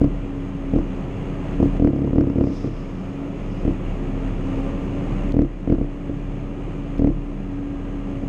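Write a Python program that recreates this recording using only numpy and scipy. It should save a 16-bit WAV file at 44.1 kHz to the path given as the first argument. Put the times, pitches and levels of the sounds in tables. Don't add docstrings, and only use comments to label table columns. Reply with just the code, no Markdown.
import sys
import numpy as np
from scipy import signal
from scipy.fft import rfft, irfft
from scipy.io import wavfile
from scipy.ndimage import uniform_filter1d, minimum_filter1d

SR = 44100
rng = np.random.default_rng(int(sys.argv[2]) if len(sys.argv) > 2 else 0)


def int16_out(signal):
    q = np.round(np.clip(np.atleast_2d(signal).T, -1, 1) * 32767)
    wavfile.write(sys.argv[1], SR, q.astype(np.int16))


N = 365148
TIME = np.arange(N) / SR
DRONE_ORDER = 8


def undb(db):
    return 10 ** (np.asarray(db) / 20)


def noise():
    return rng.standard_normal(N)


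def curves(table):
    s, *columns = np.transpose(table)
    return [np.interp(TIME, s, column) for column in columns]


def shape(x, gain):
    return irfft(rfft(x) * gain, N)


def bin_hz():
    return np.arange(N // 2 + 1) * SR / N


def colour(x, spectrum):
    hz, db = np.transpose(spectrum)
    level_db = np.interp(np.log(bin_hz() + 1), np.log(hz), db)
    return shape(x, undb(level_db)) * np.sqrt(SR / 2)


def walk(rate):
    hold = max(int(SR / rate), 1)
    held = np.repeat(rng.standard_normal(N // hold + 1), hold)
    slewed = uniform_filter1d(uniform_filter1d(held, hold), hold)
    return 1.3 * slewed[:N]


def turns(hz):
    return np.cumsum(hz) / SR + rng.random()


def tone(cycles, db):
    return np.sqrt(2) * undb(db) * np.sin(2 * np.pi * cycles)


def cab_air(x, ripple_db=2.3, spacing_hz=22):
    ripple = np.interp(bin_hz() / spacing_hz, np.arange(4096), rng.standard_normal(4096))
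    return shape(x, undb(ripple_db * ripple))


# time in seconds, drone frequency in Hz, drone level in dB before trim and waver.
ENGINE_DRIVE = [(0.0, 280.3, -29), (0.6, 275.3, -28), (0.95, 267.8, -28), (1.2, 278.0, -34),
                (1.45, 282.2, -29), (2.7, 279.7, -28.5), (3.0, 271.3, -31), (3.25, 279.3, -25),
                (3.45, 279.8, -36.5), (3.85, 272.1, -36.5), (4.1, 269.2, -31), (4.65, 272.2, -27),
                (5.1, 283.6, -33), (5.9, 281.5, -28.7), (6.65, 282.3, -30), (7.0, 282.8, -27.5),
                (7.75, 280.9, -24.5), (8.28, 278.9, -30.5)]
# multiple of the crank rate, level in dB before trim and waver.
ENGINE_ORDERS = [(2, -42), (3, -38), (4, -38.5), (5.5, -37.5), (10.5, -46.5), (13.5, -52), (16, -47.5)]
# frequency in Hz, level in dB per Hz before trim.
FLOOR_RUMBLE = [(10, -68), (24, -52), (40, -54), (55, -59), (80, -54), (107, -49), (122, -52), (145, -48),
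                (168, -50), (188, -46.5), (235, -55), (340, -55), (600, -65), (1300, -84), (8000, -150)]
# frequency in Hz, level in dB per Hz before trim.
GLASS_CLATTER = [(300, -74), (700, -70), (1120, -71.5), (1500, -79.5), (2200, -79), (2850, -79),
                 (3300, -87), (4000, -95), (5900, -100), (6500, -92.5), (7100, -99), (8800, -104),
                 (10000, -114), (13000, -116)]


def engine(drone_hz, drone_db, rumble_trim_db=-1.03, clatter_trim_db=-0.95, drone_trim_db=-0.96,
           waver_db=3.5, phase_wander=0.12):
    crank = turns(drone_hz / DRONE_ORDER * (1 + .003 * walk(12)))
    drone_cycles = DRONE_ORDER * crank + .035 * walk(18)
    drone = tone(drone_cycles, drone_db + drone_trim_db + 2.1 * walk(12))
    orders = sum(tone(order * crank + phase_wander * walk(11), db + waver_db * walk(8))
                 for order, db in ENGINE_ORDERS)
    firing = 1 + .11 * np.cos(2 * np.pi * 2 * crank) * undb(2.5 * walk(70))
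    rumble = colour(noise() * firing, FLOOR_RUMBLE)
    clatter_source = cab_air(noise()) * firing * undb(.5 * walk(20))
    clatter = colour(clatter_source, GLASS_CLATTER)
    return drone + undb(rumble_trim_db) * (orders + rumble) + undb(clatter_trim_db) * clatter


# centre frequency in Hz, level in dB before trim and flicker.
PUMP_WHINES = [(1192, -52.5), (1261, -55.5), (1374, -58.5), (1625, -59.5), (1760, -60), (2247, -63.5),
               (2363, -59), (2535, -63.5)]


def whines(flicker_db=2.5, trim_db=-4.5, drift=.003):
    return sum(tone(turns(hz * (1 + drift * walk(9))), db + trim_db + flicker_db * walk(3.15))
               for hz, db in PUMP_WHINES)


# time in seconds, boom level in dB before trim and waver.
CAB_SHAKE = [(0.0, -20.5), (0.5, -27), (0.8, -22), (1.05, -29.0), (1.38, -31.0), (1.6, -20), (2.45, -19),
             (3.05, -31), (3.65, -21.6), (4.95, -27.3), (5.25, -20.7), (5.7, -20), (6.05, -23.3),
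             (6.65, -24.3), (7.05, -19.3), (7.5, -25.0), (8.28, -23.6)]


def boom(crank_hz, trim_db=-2.7, wander=.045, waver_db=1.5):
    shake_db, = curves(CAB_SHAKE)
    cycles = turns(crank_hz * (1 + wander * walk(12)))
    return tone(cycles, shake_db + trim_db + waver_db * walk(12))


def chatter(peak_s, peak_db, before, after, gap_s, drop_db, build_db=2.5, build_power=1.3,
            slowing=.097, rebound_db=3.5):
    k = np.arange(-round(before), round(after) + 1)
    clock = np.cumsum(gap_s * (1 + slowing * np.maximum(k, 0)))
    build = build_db * np.abs(k) ** build_power
    decay = drop_db * k ** 2
    db = peak_db - np.where(k < 0, build, decay)
    crack_db = db + rebound_db * (k == 1)
    return np.array([peak_s + clock - clock[k == 0], db, crack_db])


# time of the hardest blow in seconds,
# its strength in dB, blows before it, blows after it, gap between blows in seconds before any slowing,
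# drop to the next blow in dB.
FITTING_BUMPS = [(0.0145, 4, 0, 2, 0.0257, 3.3), (0.7602, -0.6, 1, 1, 0.0242, 3.9),
                 (1.6275, 0.8, 1, 1, 0.0262, 7.1), (1.8468, 5.5, 2, 2, 0.0246, 2.7),
                 (1.9326, -2.1, 0, 2, 0.025, 0.5), (2.0452, -0.8, 1, 2, 0.0266, 1.7),
                 (2.1316, -0.9, 0, 0, 0, 0), (2.1827, 5.0, 1, 2, 0.0245, 2.3),
                 (2.2711, -1.0, 0, 2, 0.0262, 2.4), (2.41, 4.3, 2, 1, 0.0263, 4.6),
                 (2.4705, -2.9, 0, 2, 0.0276, 3.0), (2.643, -4.3, 0, 2, 0.0276, 3.8),
                 (3.6778, -2.0, 1, 1, 0.0271, 10.4), (5.391, 6.0, 2, 2, 0.0247, 2.9),
                 (5.7229, 4.7, 2, 1, 0.0238, 11.1), (5.8121, -1.2, 1, 1, 0.0289, 9.8),
                 (6.095, -6.1, 0, 0, 0, 0), (7.0448, 5.0, 2, 2, 0.0252, 2.6), (8.2347, -12.0, 0, 0, 0, 0)]
# frequency in Hz, 60 dB decay time in seconds,
# level in dB before trim and blow strength, polarity.
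CAB_SHELL = [(36.5, 0.407, -25.7, 1), (60.0, 0.047, -7.9, 1), (139.6, 0.407, -21.1, -1),
             (229.5, 0.023, -3.9, -1), (280.6, 0.074, -4.1, -1), (294.4, 0.131, -8.7, 1),
             (329.1, 0.127, -12.3, -1), (340.2, 0.05, -6.5, 1), (442.4, 0.035, -12.3, -1),
             (562.9, 0.043, -27.1, 1), (626.9, 0.098, -29.4, -1), (666.7, 0.012, -14.4, 1)]
# frequency in Hz, level in dB per Hz before trim and blow strength.
CONTACT_CRACK = [(300, -56.5), (700, -55), (950, -55), (1300, -61), (1650, -69), (2000, -64), (2600, -73),
                 (3600, -85), (4400, -85), (5000, -80), (5900, -87), (7000, -91.5), (12000, -115)]


def knocks(crack_trim_db=-1.0, crack_s=0.0013, tail=0.065, tail_s=.02, push_s=.00005, ring_trim_db=0.5):
    s, db, contact_db = np.hstack([chatter(*bump) for bump in FITTING_BUMPS])
    at = np.round(np.maximum(s, 0) * SR).astype(int)
    blows = np.bincount(at, undb(db), N)
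    t = TIME[:SR // 2]
    ring = sum(sign * undb(mode_db - 60 * t / t60) * np.sin(2 * np.pi * hz * t)
               for hz, t60, mode_db, sign in CAB_SHELL)
    push = np.exp(-t / push_s)
    ring = signal.fftconvolve(ring, push / push.sum())[:len(t)]
    thump = signal.fftconvolve(blows, ring)[:N]
    hardness = np.bincount(at, undb(contact_db), N) ** 1.1
    fade = np.exp(-t / crack_s) + tail * np.exp(-t / tail_s)
    contact = signal.fftconvolve(hardness, fade)[:N]
    crack = colour(contact * noise(), CONTACT_CRACK)
    return undb(ring_trim_db) * thump + undb(crack_trim_db) * crack


# time of the peak in seconds, level in dB before flutter, fade in dB per second.
OIL_SURGES = [(2.57, 1, 95), (2.76, -8, 45), (3.52, -15, 60)]
# frequency in Hz, level in dB per Hz before surge and flutter.
OIL_HISS = [(2000, -110), (3600, -82), (4300, -87.5), (4750, -80.5), (5150, -77), (5650, -83),
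            (6500, -85.5), (8000, -97.5), (11000, -108), (15000, -125)]


def steering(flutter_db=2.0, open_db_per_s=115):
    power = 0
    for s, db, fade_db_per_s in OIL_SURGES:
        below_peak_db = np.maximum(open_db_per_s * (s - TIME), fade_db_per_s * (TIME - s))
        power = power + undb(db - below_peak_db) ** 2
    return colour(noise(), OIL_HISS) * np.sqrt(power) * undb(flutter_db * walk(25))


# start in seconds, level in dB.
LIMITER_CLICKS = [(5.322, -5), (6.9826, -9.5)]
# frequency in Hz, level in dB per Hz before each click's level.
CLICK_COLOUR = [(1000, -72), (3500, -64), (6000, -69), (9000, -87), (13000, -82)]


def limiter_clicks(decay_s=0.00069):
    burst = sum(undb(db) * (TIME >= s) * np.exp(-np.abs(TIME - s) / decay_s) for s, db in LIMITER_CLICKS)
    return colour(burst * noise(), CLICK_COLOUR)


def scene():
    drone_hz, drone_db = curves(ENGINE_DRIVE)
    motor = engine(drone_hz, drone_db) + whines()
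    cab = boom(drone_hz / DRONE_ORDER) + knocks()
    return (motor + cab + steering() + limiter_clicks())[None]


def record(dry, ceiling_db=-3.0, ahead_s=0.043, attack_s=.006, release_db_per_s=2.5, start_db=-5.0,
           top_hz=13800):
    room_db = np.minimum(ceiling_db - 20 * np.log10(np.abs(dry[0]) + 1e-9), 0)
    span = int(ahead_s * SR / 2)
    coming_db = minimum_filter1d(room_db, 2 * span + 1, origin=-span)
    recovery_db = release_db_per_s * TIME
    held_db = np.minimum.accumulate(np.minimum(coming_db - recovery_db, start_db))
    gain = undb(uniform_filter1d(held_db + recovery_db, int(attack_s * SR) + 1))
    low_pass = signal.ellip(8, .2, 70, top_hz, fs=SR, output="sos")
    return signal.sosfilt(low_pass, dry * gain)


dry = scene()
out = record(dry)
int16_out(out)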